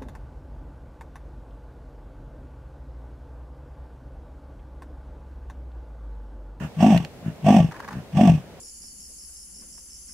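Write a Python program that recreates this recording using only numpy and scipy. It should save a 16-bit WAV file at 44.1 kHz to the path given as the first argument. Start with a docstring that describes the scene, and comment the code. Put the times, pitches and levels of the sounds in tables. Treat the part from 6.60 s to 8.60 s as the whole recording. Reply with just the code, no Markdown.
"""The bush murmurs faintly throughout as spectrally shaped noise. A leopard saws three times in the open: first
a soft in-stroke grunt, then an out-stroke whose slack vocal folds slap about 50 times a second. Those impulses
ring a deep throat resonance and the higher mouth resonances, under a rasp of air puffs. During the first
out-stroke two dry ticks sound nearby: bursts of decaying noise with a brief sine ring. Late in the second
a camera shutter begins a short burst of three frames, each the same pattern of decaying noise knocks."""
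import sys
import numpy as np
from scipy import signal
from scipy.fft import rfft, irfft, next_fast_len
from scipy.io import wavfile
from scipy.ndimage import uniform_filter1d, minimum_filter1d, map_coordinates

SR = 44100
rng = np.random.default_rng(int(sys.argv[2]) if len(sys.argv) > 2 else 0)


def transcribe(u):
    """Save the signal u as a 16-bit wav file named by the first command-line argument.

    u: samples, shape (n,) or (channels, n), limited to [-1, 1]; the rate is SR.
    q: integer samples, one column per channel.
    """
    v = np.clip(np.atleast_2d(u).T, -1, 1)
    q = np.round(v * 32767).astype(np.int16)
    wavfile.write(sys.argv[1], SR, q)


N = 88200
TIME_S = np.arange(N) / SR

# relative spectral weighting of the throat: f/Hz, level/dB
THROAT_SPECTRUM = [(30, -33), (70, 3.5), (130, -2), (220, -1.5), (310, 1), (450, -3), (900, -15.5),
                   (3000, -59)]
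# left-right correlation of the breath noise: f/Hz, correlation/1
BREATH_CORRELATION = [(300, .95), (700, 1), (1400, 0.31), (3100, 0.086), (6800, 0.24), (15000, .6)]


def amp(db):
    """Amplitude ratio of a level: twenty decibels are a factor of ten."""
    return 10 ** (np.asarray(db) / 20)


def unit(x):
    """Normalisation to a root-mean-square value of 1."""
    return x / np.sqrt(np.mean(x ** 2) + 1e-20)


def along(points, hz):
    """Linear interpolation of (f/Hz, value) points over logarithmic frequency."""
    f, value = np.transpose(points)
    return np.interp(np.log(hz + 1), np.log(f + 1), value)


def filtered(x, response):
    """Linear filtering: the spectrum is multiplied by a frequency response."""
    size = next_fast_len(N + SR // 2)
    hz = np.fft.rfftfreq(size, 1 / SR)
    return irfft(rfft(x, size) * response(hz), size)[..., :N]


def shaped(x, spectrum):
    """Zero-phase spectral weighting by (f/Hz, level/dB) points."""
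    return filtered(x, lambda hz: amp(along(spectrum, hz)))


def noise(spectrum, correlation):
    """Stereo noise of rms 1: the balance of independent mid and side sets the left-right correlation."""
    def mid_and_side(hz):
        angle = np.arccos(np.clip(along(correlation, hz), -1, 1)) / 2
        return amp(along(spectrum, hz)) * np.array([np.cos(angle), np.sin(angle)])

    mid, side = filtered(rng.standard_normal((2, N)), mid_and_side)
    return unit(np.array([mid + side, mid - side]))


def fade(start, t60):
    """Exponential decay after a sudden onset: the level falls 60 dB in t60 seconds."""
    t = TIME_S - start
    return (t >= 0) * amp(-60 * np.abs(t) / t60)


def wobble(rate):
    """Random modulation: a smooth curve through normal deviates at `rate` knots a second."""
    return map_coordinates(rng.standard_normal(2000), [TIME_S * rate], mode="wrap")


def slaps(anchor, rate, jitter, count=40):
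    """Quasi-periodic excitation: vocal-fold impulses lose their beat as pressure fades late in the stroke."""
    loose_after_s, loose_growth_per_s = .11, 40
    scatter_db = 3.12  # standard deviation of the slap levels
    chance = rng.standard_normal((count, 2))
    beat = (np.arange(count) - count // 2) / rate
    loose = 1 + loose_growth_per_s * np.maximum(beat - loose_after_s, 0)
    at = np.round((anchor + beat + jitter * loose * chance[:, 0]) * SR).astype(int)
    inside = (at >= 0) & (at < N)
    return np.bincount(at[inside], amp(scatter_db * chance[inside, 1]), N)


def ring(drive, hz, t60, attack, part=np.imag):
    """Damped resonance, which may glide: the drive is shifted to 0 Hz, smeared by the envelope and shifted back."""
    t = np.arange(SR // 5) / SR
    envelope = amp(-60 * t / t60) * (1 - np.exp(-t / attack))
    phasor = np.exp(2j * np.pi * np.cumsum(hz * np.ones(N)) / SR)
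    return part(phasor * signal.fftconvolve(drive / phasor, envelope)[:N])


def bush():
    """Diffuse ambience: stationary noise with partly correlated channels."""
    # relative noise spectrum: f/Hz, level/dB
    murmur = [(20, -24), (50, -1), (150, 1.5), (300, -4), (600, -2.5), (1200, -16.5), (2400, -18.5),
              (6000, -26), (15500, -33.5)]
    # left-right correlation: f/Hz, correlation/1
    murmur_correlation = [(60, 0.9), (240, 0.74), (950, 0.81), (3770, -0.3), (15000, 0.02)]
    return amp(-44.5) * noise(murmur, murmur_correlation)


def grunts():
    """Source and filter on the in-stroke: drawn-in air flaps the folds softly against a well damped throat."""
    # in-strokes: centre t/s, slap rate/(1/s), half length/s, grunt level/dB, air level/dB
    in_strokes = [(0.034, 76, 0.041, -27, -39.5), (.679, 58, 0.035, -24.5, -47.5),
                  (1.37, 62, 0.051, -30, -50.5)]
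    # relative spectrum of the drawn-in air: f/Hz, level/dB
    intake = [(100, -8.5), (700, -4), (1200, -6.5), (1800, -7), (2300, -18), (2800, -10.5), (4000, -32),
              (6000, -25.5), (15000, -41)]
    throat_hz, throat_t60_s, throat_attack_s = 168.2, 0.027, 0.0079
    sag_per_s = 2  # relative fall of pitch
    edge_db = 10  # drop of the swell one half length from its centre
    out = np.zeros((2, N))
    air = noise(intake, BREATH_CORRELATION)
    for centre, rate, half, grunt_db, air_db in in_strokes:
        t = TIME_S - centre
        swell = amp(-edge_db * (t / half) ** 2)
        hz = throat_hz * (1 - sag_per_s * np.clip(t, -half, half))
        train = slaps(centre, rate, jitter=0.0013)
        flaps = -shaped(ring(train, hz, throat_t60_s, throat_attack_s), THROAT_SPECTRUM)
        flaps = flaps / np.std(flaps[np.abs(t) < half])
        out += swell * (amp(grunt_db) * flaps + amp(air_db) * air)
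    return out


def mouth_response(f):
    """Superposed band-pass resonances of alternating sign: the fixed upper modes of the open mouth."""
    # upper mouth resonances: centre f/Hz, bandwidth/Hz, level/dB
    modes = [(796, 82, 4), (1149, 14.6, 4.5), (1533, 10, -7), (1836, 30, -9), (2535, 77, -16.5),
             (2814, 110, -8), (3268, 100, -14.5), (4810, 48, -28), (5390, 160, -20.5), (6120, 310, -23.5),
             (7850, 77, -27)]
    total = 0
    for k, (centre, width, db) in enumerate(modes):
        resonance = 1j * f * width / (centre ** 2 - f ** 2 + 1j * f * width)
        total = total + (-1) ** k * amp(db) * resonance
    return total


def saws():
    """Source and filter on the out-stroke: slaps ring throat and mouth, puffs modulate turbulent air."""
    # out-strokes: first hard slap t/s, slap rate/(1/s), time stretch/1, throat pitch factor/1,
    # then added throat level/dB, mouth level/dB, rasp level/dB
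    out_strokes = [(.205, 51.2, 1.022, 1.019, 1, 0.5, 1), (0.8633, 49.8, 0.96, 1.0, 2.5, 2.5, 0.5),
                   (1.569, 48, 0.96, 0.979, 2.5, -1.5, -.5)]
    # common course, before each stroke's stretch, pitch factor and added levels: t/s from the first hard slap,
    # throat f/Hz, throat level/dB, mouth level/dB, rasp level/dB, share of steady tone/1
    course = [(-.065, 150, -93.5, -70, -72.5, 0.9), (-.03, 168, -26.5, -57, -57, 0.4),
              (0, 166.7, -17.5, -29.5, -39, 0), (0.023, 201, -10, -16, -35.5, 0.01),
              (.08, 228, -13.5, -23.5, -36, 0.06), (0.132, 177.3, -10, -22, -35.5, 0.45),
              (.175, 157, -20.5, -42, -47, 0), (.225, 157, -29, -52.5, -50.5, 0),
              (0.278, 154, -55.5, -65.5, -72, 0.15)]
    # relative spectrum of the rasp: f/Hz, level/dB
    rasp_spectrum = [(200, -22), (450, 6), (900, 9), (1400, -4.5), (2200, 5), (2800, 2), (3400, 0),
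                     (4100, -9.5), (4800, -6.5), (5900, -3), (7000, -13.5), (8200, -6.5), (10200, -24.5),
                     (13000, -17), (15500, -28)]
    throat_t60_s, throat_attack_s = 0.071, 0.0024
    tone_t60_s, tone_softness = 0.036, 0.25  # memory of the steady tone, softness of its saturation
    jaw_hz, jaw_t60_s, jaw_attack_s = 697.2, 0.025, 0.0018  # lowest mouth resonance
    jaw_throat_hz, jaw_follow = 198.4, 0.31  # throat pitch at jaw_hz, exponent by which the jaw follows it
    jaw_air_db, upper_air_db = 1, 3.5  # turbulence against the slaps
    upper_db = 3.5  # upper resonances against the rasp noise
    puff_s, leak = 0.0028, 0.99  # rise time of a puff, flow between puffs
    jitter_s, puff_scatter_db = 0.00076, 3.5  # standard deviations; the jitter grows late in the stroke
    flutter_per_s, flutter_db = 130, 1.5  # random unevenness of the rasp

    puff = TIME_S / puff_s * np.exp(1 - TIME_S / puff_s)
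    when, *shape = np.transpose(course)
    out = np.zeros((2, N))
    for start, rate, stretch, pitch, throat_db, mouth_db, rasp_db in out_strokes:
        t = (TIME_S - start) / stretch
        hz, low_db, mid_db, high_db, steady = [np.interp(t, when, column) for column in shape]
        hz = hz * pitch
        active = (t > when[0]) & (t < when[-1])

        def level(x):  # rms 1 within the stroke, silence outside
            return active * x / np.sqrt(np.mean(x[..., active] ** 2))

        train = slaps(start, rate, jitter_s)
        throat = shaped(ring(train, hz, throat_t60_s, throat_attack_s), THROAT_SPECTRUM)
        # a second resonance and a saturated envelope make the tone steadier
        tone = level(ring(throat, hz, tone_t60_s, throat_attack_s, part=np.real))
        tone = level(tone / (np.abs(signal.hilbert(tone)) + tone_softness))
        throat = level(throat)
        throat = level(throat + np.clip(steady, 0, 1) * (tone - throat))

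        uneven = train * amp(puff_scatter_db * rng.standard_normal(N))
        puffs = leak + signal.fftconvolve(uneven, puff)[:N]

        def flow(air_db):  # slaps plus puffed turbulence
            return level(train) + amp(air_db) * level(puffs * rng.standard_normal(N))

        jaw_glide_hz = jaw_hz * (hz / jaw_throat_hz) ** jaw_follow
        mouth = ring(flow(jaw_air_db), jaw_glide_hz, jaw_t60_s, jaw_attack_s)
        upper = filtered(flow(upper_air_db), mouth_response)
        rasp = level(puffs * noise(rasp_spectrum, BREATH_CORRELATION)) + amp(upper_db) * level(upper)
        out += amp(low_db + throat_db) * level(throat)
        out += amp(mid_db + mouth_db) * level(mouth)
        out += amp(high_db + rasp_db + flutter_db * wobble(flutter_per_s)) * rasp
    return out


def ticks():
    """Impulsive excitation: a short dry noise crack and a sine ring share one exponential decay."""
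    # ticks: t/s, level/dB, t60/s, left minus right level/dB, ring f/Hz
    snaps = [(0.3759, -24, 0.018, -2.5, 2834), (0.449, -31, 0.0067, -4.5, 4300)]
    # relative spectrum of the crack: f/Hz, level/dB
    crack_spectrum = [(300, -25), (1200, -6.5), (2000, 3), (3500, -0.5), (5500, -12), (9000, -14.5),
                      (15000, -19)]
    ring_db = 0.5  # sine amplitude against the rms of the undecayed crack noise
    crack = noise(crack_spectrum, [(1000, 0.0098)])  # nearly uncorrelated channels
    out = np.zeros((2, N))
    for start, db, t60, pan_db, hz in snaps:
        sides = amp([[db + pan_db / 2], [db - pan_db / 2]])
        sine = np.sin(2 * np.pi * hz * TIME_S)
        out += sides * fade(start, t60) * (crack + amp(ring_db) * sine)
    return out


def shutter():
    """Summation of power: mirror and blades knock in the same pattern of decays for every frame."""
    # frames: t/s, level/dB
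    frames = [(1.112, 3.5), (1.194, 3.5), (1.277, 7)]
    # knocks within a frame: t/s after its start, level/dB before the frame's is added, t60/s
    knocks = [(0.001, -43, 0.064), (.009, -36.5, .04), (0.03, -47, 0.3), (.052, -40.5, .045)]
    # relative spectrum of the knocks: f/Hz, level/dB
    knock_spectrum = [(200, -24.5), (600, -4.5), (1030, 8.5), (1330, -2), (1700, 1.5), (2200, -5.5),
                      (2900, -19.5), (5000, -15.5), (8000, -25.5), (15000, -29)]
    # left-right correlation: f/Hz, correlation/1
    knock_correlation = [(1400, 1), (3100, 0)]
    power = np.zeros(N)
    for start, frame_db in frames:
        for lag, knock_db, t60 in knocks:
            power += (amp(frame_db + knock_db) * fade(start + lag, t60)) ** 2
    return np.sqrt(power) * noise(knock_spectrum, knock_correlation)


def outdoors(x):
    """Convolution with decaying noise: quick scatter off the ground and a faint tail from the trees."""
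    # decay of the tail: f/Hz, t60/s
    tail_t60 = [(150, 0.15), (700, 0.17), (3000, 0.49), (12000, 0.32)]
    # ground scatter against the direct sound: f/Hz, level/dB
    ground_spectrum = [(200, -15), (700, -23.5), (1500, -8.5), (3000, -2.5), (12000, -11)]
    tail_db, ground_t60_s = -18.5, 0.031
    hz, t, cells = signal.stft(rng.standard_normal((2, SR // 2)), SR, nperseg=256)
    decay = amp(-60 * t / along(tail_t60, hz)[:, None])
    tail = signal.istft(cells * decay, SR, nperseg=256)[1]
    ground = rng.standard_normal(tail.shape) * fade(0, ground_t60_s)[:tail.shape[1]]

    def answer(impulse):
        return signal.fftconvolve(x, impulse / np.linalg.norm(impulse[0]), axes=1)[:, :N]

    return x + amp(tail_db) * answer(tail) + shaped(answer(ground), ground_spectrum)


def scene():
    """Superposition: level differences lean the cat to the right, and the bush is added without reflections."""
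    # stereo balance of the cat: f/Hz, left minus right level/dB
    balance = [(100, -0.6), (700, -2.5), (1290, -5), (2380, -6), (4400, -6), (8120, -2), (15000, 0)]
    halves = np.array([[.5], [-.5]])
    cat = filtered(grunts() + saws(), lambda hz: amp(along(balance, hz) * halves))
    return bush() + outdoors(cat + ticks() + shutter())


def record(dry):
    """Peak limiting and band limiting: a quick smoothed gain holds down the peaks, and the top is cut."""
    ceiling, window_s, top_hz = .85, .008, 15750
    size = int(window_s * SR)
    needed = ceiling / np.maximum(np.abs(dry).max(axis=0), ceiling)
    gain = uniform_filter1d(minimum_filter1d(needed, size), size)
    return filtered(dry * gain, lambda hz: hz < top_hz)


dry = scene()
out = record(dry)
transcribe(out)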